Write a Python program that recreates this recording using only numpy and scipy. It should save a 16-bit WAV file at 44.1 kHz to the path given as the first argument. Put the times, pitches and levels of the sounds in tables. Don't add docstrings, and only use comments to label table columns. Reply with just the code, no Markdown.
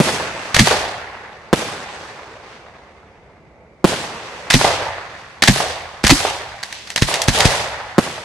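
import sys
import numpy as np
from scipy import signal
from scipy.io import wavfile

SR = 44100
rng = np.random.default_rng(int(sys.argv[2]) if len(sys.argv) > 2 else 0)


def int16_out(signal):
    q = np.round(np.clip(np.atleast_2d(signal).T, -1, 1) * 32767)
    wavfile.write(sys.argv[1], SR, q.astype(np.int16))


N = 363384

# start in seconds, blast level in dB, blast pitch in Hz,
# nearby scatter in dB, far roll in dB.
BURSTS = [(0.0018, 7.5, 159, -12, -23.5), (1.5294, 10.5, 257, -17.5, -28.5), (3.8431, 14, 220, -15, -27.5),
          (7.9819, 14, 237, -19.5, -31.5)]
# start in seconds, blast level in dB, blast pitch in Hz,
# tube ring in dB, tube pitch in Hz, rack boom in dB, nearby scatter in dB, far roll in dB,
# gas jet in dB, jet length in seconds.
LAUNCHES = [(0.5963, 4, 120, 0.5, 212, -9, -11.5, -18.5, 0.5, 0.0059),
            (4.544, 7.5, 91, -4.5, 267, -12.5, -12, -17, -3, 0.0075),
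            (5.487, 8, 97, -2.5, 210, -13.5, -15, -22.5, -3.5, 0.013),
            (6.041, 4.5, 142, -13, 198, -22, -32, -43, -8, 0.0031),
            (6.111, 8.5, 124, -1, 302, -21, -14.5, -22.5, -2, .011),
            (7.0227, 5.5, 77, -22, 202, -23, -16.5, -23, -4.5, .003),
            (7.284, 5.5, 79, -13.5, 220, -22, -11.5, -15, -2.5, 0.0022),
            (7.455, 7.5, 77.5, -20, 221, -23, -16.5, -27, -3, 0.0042)]
# start in seconds, level in dB, length in seconds,
# brightness in dB per octave.
FUSE_CRACKS = [(0.544, -3.5, 0.0052, -0.5), (0.565, -3.5, 0.0023, -2.5), (4.501, -9, 0.0051, 0),
               (4.508, -2, 0.0012, 0.5), (5.422, -6, 0.0061, -1), (5.436, -3, .0025, -1),
               (6.047, -8.5, 0.0045, -1), (6.066, -5, .006, 1), (6.077, -9, .0034, 4),
               (6.095, -3, 0.0013, -2.5), (6.629, -23, .008, 1), (6.726, -23.5, 0.0026, 1),
               (6.873, -24.5, 0.0022, -0.5), (6.902, -17.5, 0.0014, 1), (6.96, -8, 0.0022, 1),
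               (6.976, -16, 0.0065, 0), (7.1405, -7, .001, 0.5), (7.218, -9.5, .002, 3.5),
               (7.386, -16, 0.0035, 5), (7.404, -5.5, .004, 0)]
# near return time in seconds, its level in dB,
# far return time in seconds, its level in dB.
LAUNCH_ECHOES = [(.672, -6.5, 0.71, -7.5), (4.6123, -9, 4.644, -6.5), (5.560, -15.5, 5.602, -13.5),
                 (6.205, -17, 6.25, -14), (7.086, -19, 7.11, -21), (7.349, -16.5, 7.39, -22)]
# delay after it in seconds,
# level relative to it in dB, length in seconds.
FAR_EDGE = [(0, 0, .007), (0.018, -9, 0.021), (.057, -10, .005), (.09, -16.5, .014), (0.151, -20, .036)]
# delay after the burst in seconds,
# level relative to its far roll in dB, length in seconds.
BURST_ECHOES = [(0.073, 1, .015), (0.085, 6, 0.012), (.196, 3, .01), (.633, -12, .033), (0.73, -14, 0.021)]
# middle in seconds, level in dB, width setting in seconds,
# brightness in dB per octave.
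HISS_SWELLS = [(.47, -37, .05, 1.5), (2.05, -43, 0.054, 0.5), (2.52, -45, .04, -4), (4.36, -42, .08, 1),
               (5.19, -46.5, 0.052, -1.5), (6.76, -35, 0.035, -1.5), (6.86, -41, 0.044, 0)]

# frequency in Hz, relative level in dB per Hz.
CRACK_COLOUR = [(40, -15), (150, -3), (400, -12.5), (900, -1.5), (1300, -7), (1800, 2), (2600, -3),
                (3500, -2), (4800, -3), (7000, -9), (10000, -16), (14000, -24)]
# frequency in Hz, relative level in dB per Hz.
ECHO_COLOUR = [(40, -17.5), (200, -18.5), (420, -1), (750, -0.5), (1300, -8), (2500, -16.5), (5000, -24),
               (14000, -56)]
# frequency in Hz, relative level in dB per Hz.
BURST_SCATTER = [(40, -18), (130, 0.5), (250, -2), (500, 0), (900, -3), (1800, -6), (3500, -8), (6000, -12),
                 (10000, -15), (14000, -28.5)]
# frequency in Hz, relative level in dB per Hz.
LAUNCH_SCATTER = [(40, -11.5), (130, 6), (300, -4.5), (700, 0), (1100, 5), (2000, 4.5), (4000, 3.5),
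                  (7000, -2), (10000, -6), (14000, -28)]
# frequency in Hz, relative level in dB per Hz.
BURST_ROLL = [(30, -18), (70, -6.5), (130, -5.5), (220, -7), (300, -9.5), (430, -1), (620, -2.5), (900, 0),
              (1300, -4), (1900, -3), (3500, -13.5), (7000, -18), (14000, -51.5)]
# frequency in Hz, relative level in dB per Hz.
LAUNCH_ROLL = [(30, -17), (100, 0.5), (200, -21.5), (310, -12), (460, -0.5), (620, 4), (800, 2.5),
               (1300, -7.5), (1900, -5), (2800, -15.5), (4500, -18), (8000, -46), (14000, -46)]
# frequency in Hz, relative level in dB per Hz.
COMET_COLOUR = [(40, -34.5), (1000, -10.5), (2500, 4), (5000, 1), (8000, -9.5), (11000, -18.5),
                (14000, -32)]
# frequency in Hz, relative level in dB per Hz.
NIGHT_AIR_COLOUR = [(25, -20), (45, -11.5), (65, 0), (90, -4), (130, -4.5), (200, -6), (290, -13),
                    (400, -6.5), (580, -6), (1000, -17.5), (1600, -26.5), (2800, -42.5), (6000, -41.5),
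                    (13000, -57.5)]

# frequency in Hz, time to fall by 60 dB in seconds.
SCATTER_T60 = [(60, 0.51), (300, 0.47), (1000, 0.19), (3000, 0.63), (6000, 0.49), (12000, 0.22)]
# frequency in Hz, time to fall by 60 dB in seconds.
BURST_T60 = [(60, 2.3), (500, 4.95), (1500, 4.3), (3000, 3.37), (6000, 2.6), (12000, 1.5)]
# frequency in Hz, time to fall by 60 dB in seconds.
LAUNCH_T60 = [(60, 1.55), (500, 0.98), (1500, 2.13), (4000, 1.53), (12000, 1)]
# frequency in Hz, likeness from 0 to 1.
LIKENESS = [(40, 0.81), (150, 0.94), (500, 0.95), (1000, 0.81), (2000, 0.19), (5000, 0.1), (12000, 0.49)]

EDGES = 25 * 2 ** np.arange(0, 9.3, .4)
CENTRES = np.sqrt(EDGES[1:] * EDGES[:-1])
STEP = 16
TIME = np.arange(N) / SR
TICKS = TIME[::STEP]

GROUND_DELAY_S, GROUND_SHARE = .0056, .9
RACK_HZ = 143
RIGHT_DB, RIGHT_BASS_REACH = 1, 0.87
MUZZLE_LIKENESS = .68
LEAK_S, LEAK_DB = .006, -18
JET_END_S, JET_TILT_DB = .0012, 0
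OUTFLOW_DELAY_S, OUTFLOW_S, OUTFLOW_DB = 0.0036, .006, -12
FUSE_BURN_S, SPUTTER_DB, SPUTTER_SPREAD_DB, SPUTTER_S = .024, -12.5, 1.5, .0015
CRACK_SCATTER_DB, TYPICAL_CRACK_S, SCATTER_DB_PER_DOUBLING = -11.5, 0.0068, 3.5
ECHO_CRACK_DB = -2.5
COMET_DB, COMET_RISE_S, COMET_FADE_DB_PER_S = -37.5, .15, 15.5
STARS_DB, STARS_RISE_S, STARS_FADE_DB_PER_S, STARS_TILT_DB = -41.5, .25, 13.5, -1
HISS_HZ, HISS_WIDTH_HZ, HISS_DB = 2150, 400, -60
NIGHT_AIR_DB = -47.5
CUTOFF_HZ = 14100


def shell_blasts():
    out = np.zeros((2, N))
    for s, db, hz, *_ in BURSTS:
        bang = from_db(db) * shock(hz, q=0.98, push_s=0.033)
        add(out, s, bang)
        add(out, s + GROUND_DELAY_S, GROUND_SHARE * bang)
    return out


def mortar_thumps(heave_db=-16, heave_hz=44):
    out = np.zeros((2, N))
    soften = signal.butter(1, 900, fs=SR, output="sos")
    for s, db, hz, ring_db, tube_hz, rack_db, *_ in LAUNCHES:
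        thump = from_db(db) * shock(hz, q=0.93, push_s=0.037)
        heave = from_db(db + heave_db) * shock(heave_hz, q=1.53, push_s=.06)
        add(out, s, signal.sosfilt(soften, thump + heave))
        tube = ring(ring_db, tube_hz, t60=0.09)
        rack = ring(rack_db, RACK_HZ, t60=0.23)
        add(out, s + 0.0099, tube + rack)
    return out


def shock(hz, q, push_s):
    step = np.exp(-TIME[:SR // 5] / push_s)
    pitches = hz * np.array([1, RIGHT_BASS_REACH]) / np.sqrt(RIGHT_BASS_REACH)
    pair = []
    for w in 2 * np.pi * pitches:
        b, a = signal.bilinear([1, 0, 0], [1, w / q, w * w], SR)
        once = signal.lfilter(b, a, step)
        pair.append(-signal.lfilter(b, a, once))
    return np.array(pair)


def ring(db, hz, t60, unsteady=0.11):
    t = TIME[:SR // 2]
    bend = np.interp(t, TICKS, flicker(150))
    swell = np.interp(t, TICKS, flicker(150))
    phase = 2 * np.pi * np.cumsum(hz * (1 + unsteady * bend)) / SR
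    return from_db(db - 60 * t / t60 + 2 * swell) * np.sin(phase)


def gas_cracks(count=2):
    rows = list(FUSE_CRACKS)
    for s, db, length, tilt in FUSE_CRACKS:
        for k in range(count):
            later = length + FUSE_BURN_S * (k + rng.random()) / count
            pop_db = db + SPUTTER_DB + SPUTTER_SPREAD_DB * rng.standard_normal()
            rows.append((s + later, pop_db, SPUTTER_S, tilt))
    for s, *_, jet_db, jet_s in LAUNCHES:
        jet_start = s + JET_END_S - jet_s
        rows.append((jet_start - LEAK_S, jet_db + LEAK_DB, LEAK_S, JET_TILT_DB))
        rows.append((jet_start, jet_db, jet_s, JET_TILT_DB))
        rows.append((s + OUTFLOW_DELAY_S, jet_db + OUTFLOW_DB, OUTFLOW_S, JET_TILT_DB))
    return rows


def muzzle_cracks(cracks):
    power = 0
    sputter = from_db(2.9 * flicker(1200)) ** 2
    for s, db, length, tilt in cracks:
        swell = np.clip((TICKS - s) / length + 0.36, 0, 1)
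        jet = swell * puff(s, length, .0007) * sputter
        spray = from_db(-21) * puff(s, length, .007)
        power = power + shares(CRACK_COLOUR, tilt) * (from_db(db) ** 2 * (jet + spray))
    return power


def buffeting():
    gust = sum(from_db(db - 29.5) * puff(s, .012, .02) for s, db, *_ in LAUNCHES)
    band = signal.butter(2, [20, 110], "band", fs=SR, output="sos")
    rumble = signal.sosfilt(band, rng.standard_normal((2, N)))
    return np.interp(TIME, TICKS, gust) * rms_one(rumble)


def echoes():
    dull = slap = tearing = clutter = 0
    for near_s, near_db, far_s, far_db in LAUNCH_ECHOES:
        dull = dull + from_db(near_db) ** 2 * puff(near_s, 0.0033, .002)
        slap = slap + from_db(near_db + ECHO_CRACK_DB) ** 2 * puff(near_s, .001, .001)
        for lag, db, length in FAR_EDGE:
            dull = dull + from_db(far_db + db) ** 2 * puff(far_s + lag, length, 0.0017)
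    for s, *_, roll_db in BURSTS:
        for lag, db, length in BURST_ECHOES:
            dull = dull + from_db(roll_db + db) ** 2 * puff(s + lag, length, 0.0036)
        tearing = tearing + from_db(-14) ** 2 * puff(s, 0.0014, 0.0013)
        clutter = clutter + from_db(-8.5) ** 2 * puff(s + .003, .008, 0.0027)
    bright = shares(CRACK_COLOUR) * (tearing + slap)
    return shares(ECHO_COLOUR) * dull + bright + shares(BURST_SCATTER, tilt_db=-3.0) * clutter


def surroundings(cracks):
    crack_hits = []
    for s, db, length, _ in cracks:
        extra_db = SCATTER_DB_PER_DOUBLING * np.log2(length / TYPICAL_CRACK_S)
        crack_hits.append((s, db + CRACK_SCATTER_DB + extra_db))
    burst_near = [(b[0], b[3]) for b in BURSTS]
    launch_near = [(m[0], m[6]) for m in LAUNCHES]
    burst_far = [(b[0], b[4]) for b in BURSTS]
    launch_far = [(m[0], m[7]) for m in LAUNCHES]
    crack_t60 = [(100, 0.39), (3000, 0.12), (12000, 0.63)]   # Hz, seconds

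    near = reverberate(burst_near, BURST_SCATTER, SCATTER_T60, build_s=0.046, delay_s=0.0099)
    near += reverberate(launch_near, LAUNCH_SCATTER, SCATTER_T60, build_s=0.041, delay_s=0.043)
    near += reverberate(crack_hits, CRACK_COLOUR, crack_t60, build_s=0.0053, delay_s=.008)
    far = reverberate(burst_far, BURST_ROLL, BURST_T60, build_s=0.038, delay_s=0.048)
    far += reverberate(launch_far, LAUNCH_ROLL, LAUNCH_T60, build_s=0.034, delay_s=0.078)
    return near * terrain(.5, 1.3, 1.0) + far * terrain(.6, 1.5, 1.5)


def reverberate(hits, colour, t60s, build_s, delay_s):
    feed = 0
    for s, db in hits:
        feed = feed + from_db(db) ** 2 * puff(s + delay_s, 0, build_s)
    feed = feed * STEP / SR / build_s
    keep = from_db(-60 * STEP / SR / per_band(t60s)[:, 0]) ** 2
    decays = np.array([signal.lfilter([1], [1, -k], feed + 1e-18) for k in keep])
    return shares(colour) * decays


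def terrain(lumpy_db, grain_db, patchy_db):
    patches = np.array([flicker(30) for _ in CENTRES])
    return from_db(lumpy_db * flicker(45) + grain_db * flicker(400) + patchy_db * patches) ** 2


def burning_hiss():
    strongest_db = max(m[1] for m in LAUNCHES)
    tails = stars = swells = 0
    for s, db, *_ in LAUNCHES:
        tail_db = COMET_DB + db - strongest_db
        tails = tails + burn(s, tail_db, COMET_RISE_S, COMET_FADE_DB_PER_S)
    for s, *_ in BURSTS:
        stars = stars + burn(s, STARS_DB, STARS_RISE_S, STARS_FADE_DB_PER_S)
    for s, db, width, tilt in HISS_SWELLS:
        hump = 1 / np.cosh(np.clip((TICKS - s) / width, -60, 60))
        swells = swells + shares(COMET_COLOUR, tilt) * (from_db(db) ** 2 * hump)
    steady = shares(COMET_COLOUR) * tails + shares(COMET_COLOUR, STARS_TILT_DB) * stars
    return (steady + swells) * from_db(0.86 * flicker(350)) ** 2


def burn(s, db, rise_s, fade_db_per_s):
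    age = np.maximum(TICKS - s, 0)
    return np.minimum(age / rise_s, 1) * from_db(db - fade_db_per_s * age) ** 2


def night_air():
    return shares(NIGHT_AIR_COLOUR) * from_db(NIGHT_AIR_DB) ** 2


def thin_hiss():
    edges = [HISS_HZ - HISS_WIDTH_HZ / 2, HISS_HZ + HISS_WIDTH_HZ / 2]
    band = signal.butter(2, edges, "band", fs=SR, output="sos")
    return from_db(HISS_DB) * rms_one(signal.sosfilt(band, rng.standard_normal((2, N))))


def turbulence(direct, diffuse):
    out = np.zeros((2, N))
    white = rng.standard_normal((2, 2, N))
    for k, alike in enumerate(np.clip(per_band(LIKENESS)[:, 0], 0, .99)):
        sos = signal.butter(2, EDGES[k:k + 2], "band", fs=SR, output="sos")
        mid, side = rms_one(signal.sosfilt(sos, white[k % 2]))
        total = direct[k] + diffuse[k]
        common = max(alike, MUZZLE_LIKENESS) * direct[k] + alike * diffuse[k]
        mid = mid * np.interp(TIME, TICKS, np.sqrt((total + common) / 2))
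        side = side * np.interp(TIME, TICKS, np.sqrt((total - common) / 2))
        out += [mid + side, mid - side]
    return out


def puff(s, length, fade_s):
    age = TICKS - s
    return (age >= 0) * np.exp(-np.clip((age - length) / fade_s, 0, 60))


def flicker(rate):
    return rms_one(np.interp(TICKS * rate, np.arange(N // STEP), rng.standard_normal(N // STEP)))


def shares(colour, tilt_db=0):
    tilt = tilt_db * np.log2(CENTRES / 2000)[:, None]
    power = from_db(per_band(colour) + tilt) ** 2 * np.diff(EDGES)[:, None]
    return power / power.sum()


def per_band(points):
    hz, value = np.transpose(points)
    return np.interp(np.log(CENTRES), np.log(hz), value)[:, None]


def from_db(db):
    return 10 ** (np.asarray(db) / 20)


def rms_one(x):
    return x / np.sqrt(np.mean(x ** 2) + 1e-20)


def add(track, s, sound):
    start = max(0, round(s * SR))
    track[..., start:start + sound.shape[-1]] += sound[..., :N - start]


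def scene():
    cracks = gas_cracks()
    direct = muzzle_cracks(cracks) + echoes()
    diffuse = surroundings(cracks) + burning_hiss() + night_air()
    sound = shell_blasts() + mortar_thumps() + buffeting()
    sound = sound + turbulence(direct, diffuse) + thin_hiss()
    return sound * from_db([[-RIGHT_DB / 2], [RIGHT_DB / 2]])


def record(dry):
    flattened = dry / (1 + dry ** 4) ** .25
    soften = signal.butter(3, min(11500, .45 * SR), fs=SR, output="sos")
    cut = signal.ellip(10, .2, 80, CUTOFF_HZ, fs=SR, output="sos")
    return signal.sosfilt(cut, signal.sosfilt(soften, flattened))


dry = scene()
out = record(dry)
int16_out(out)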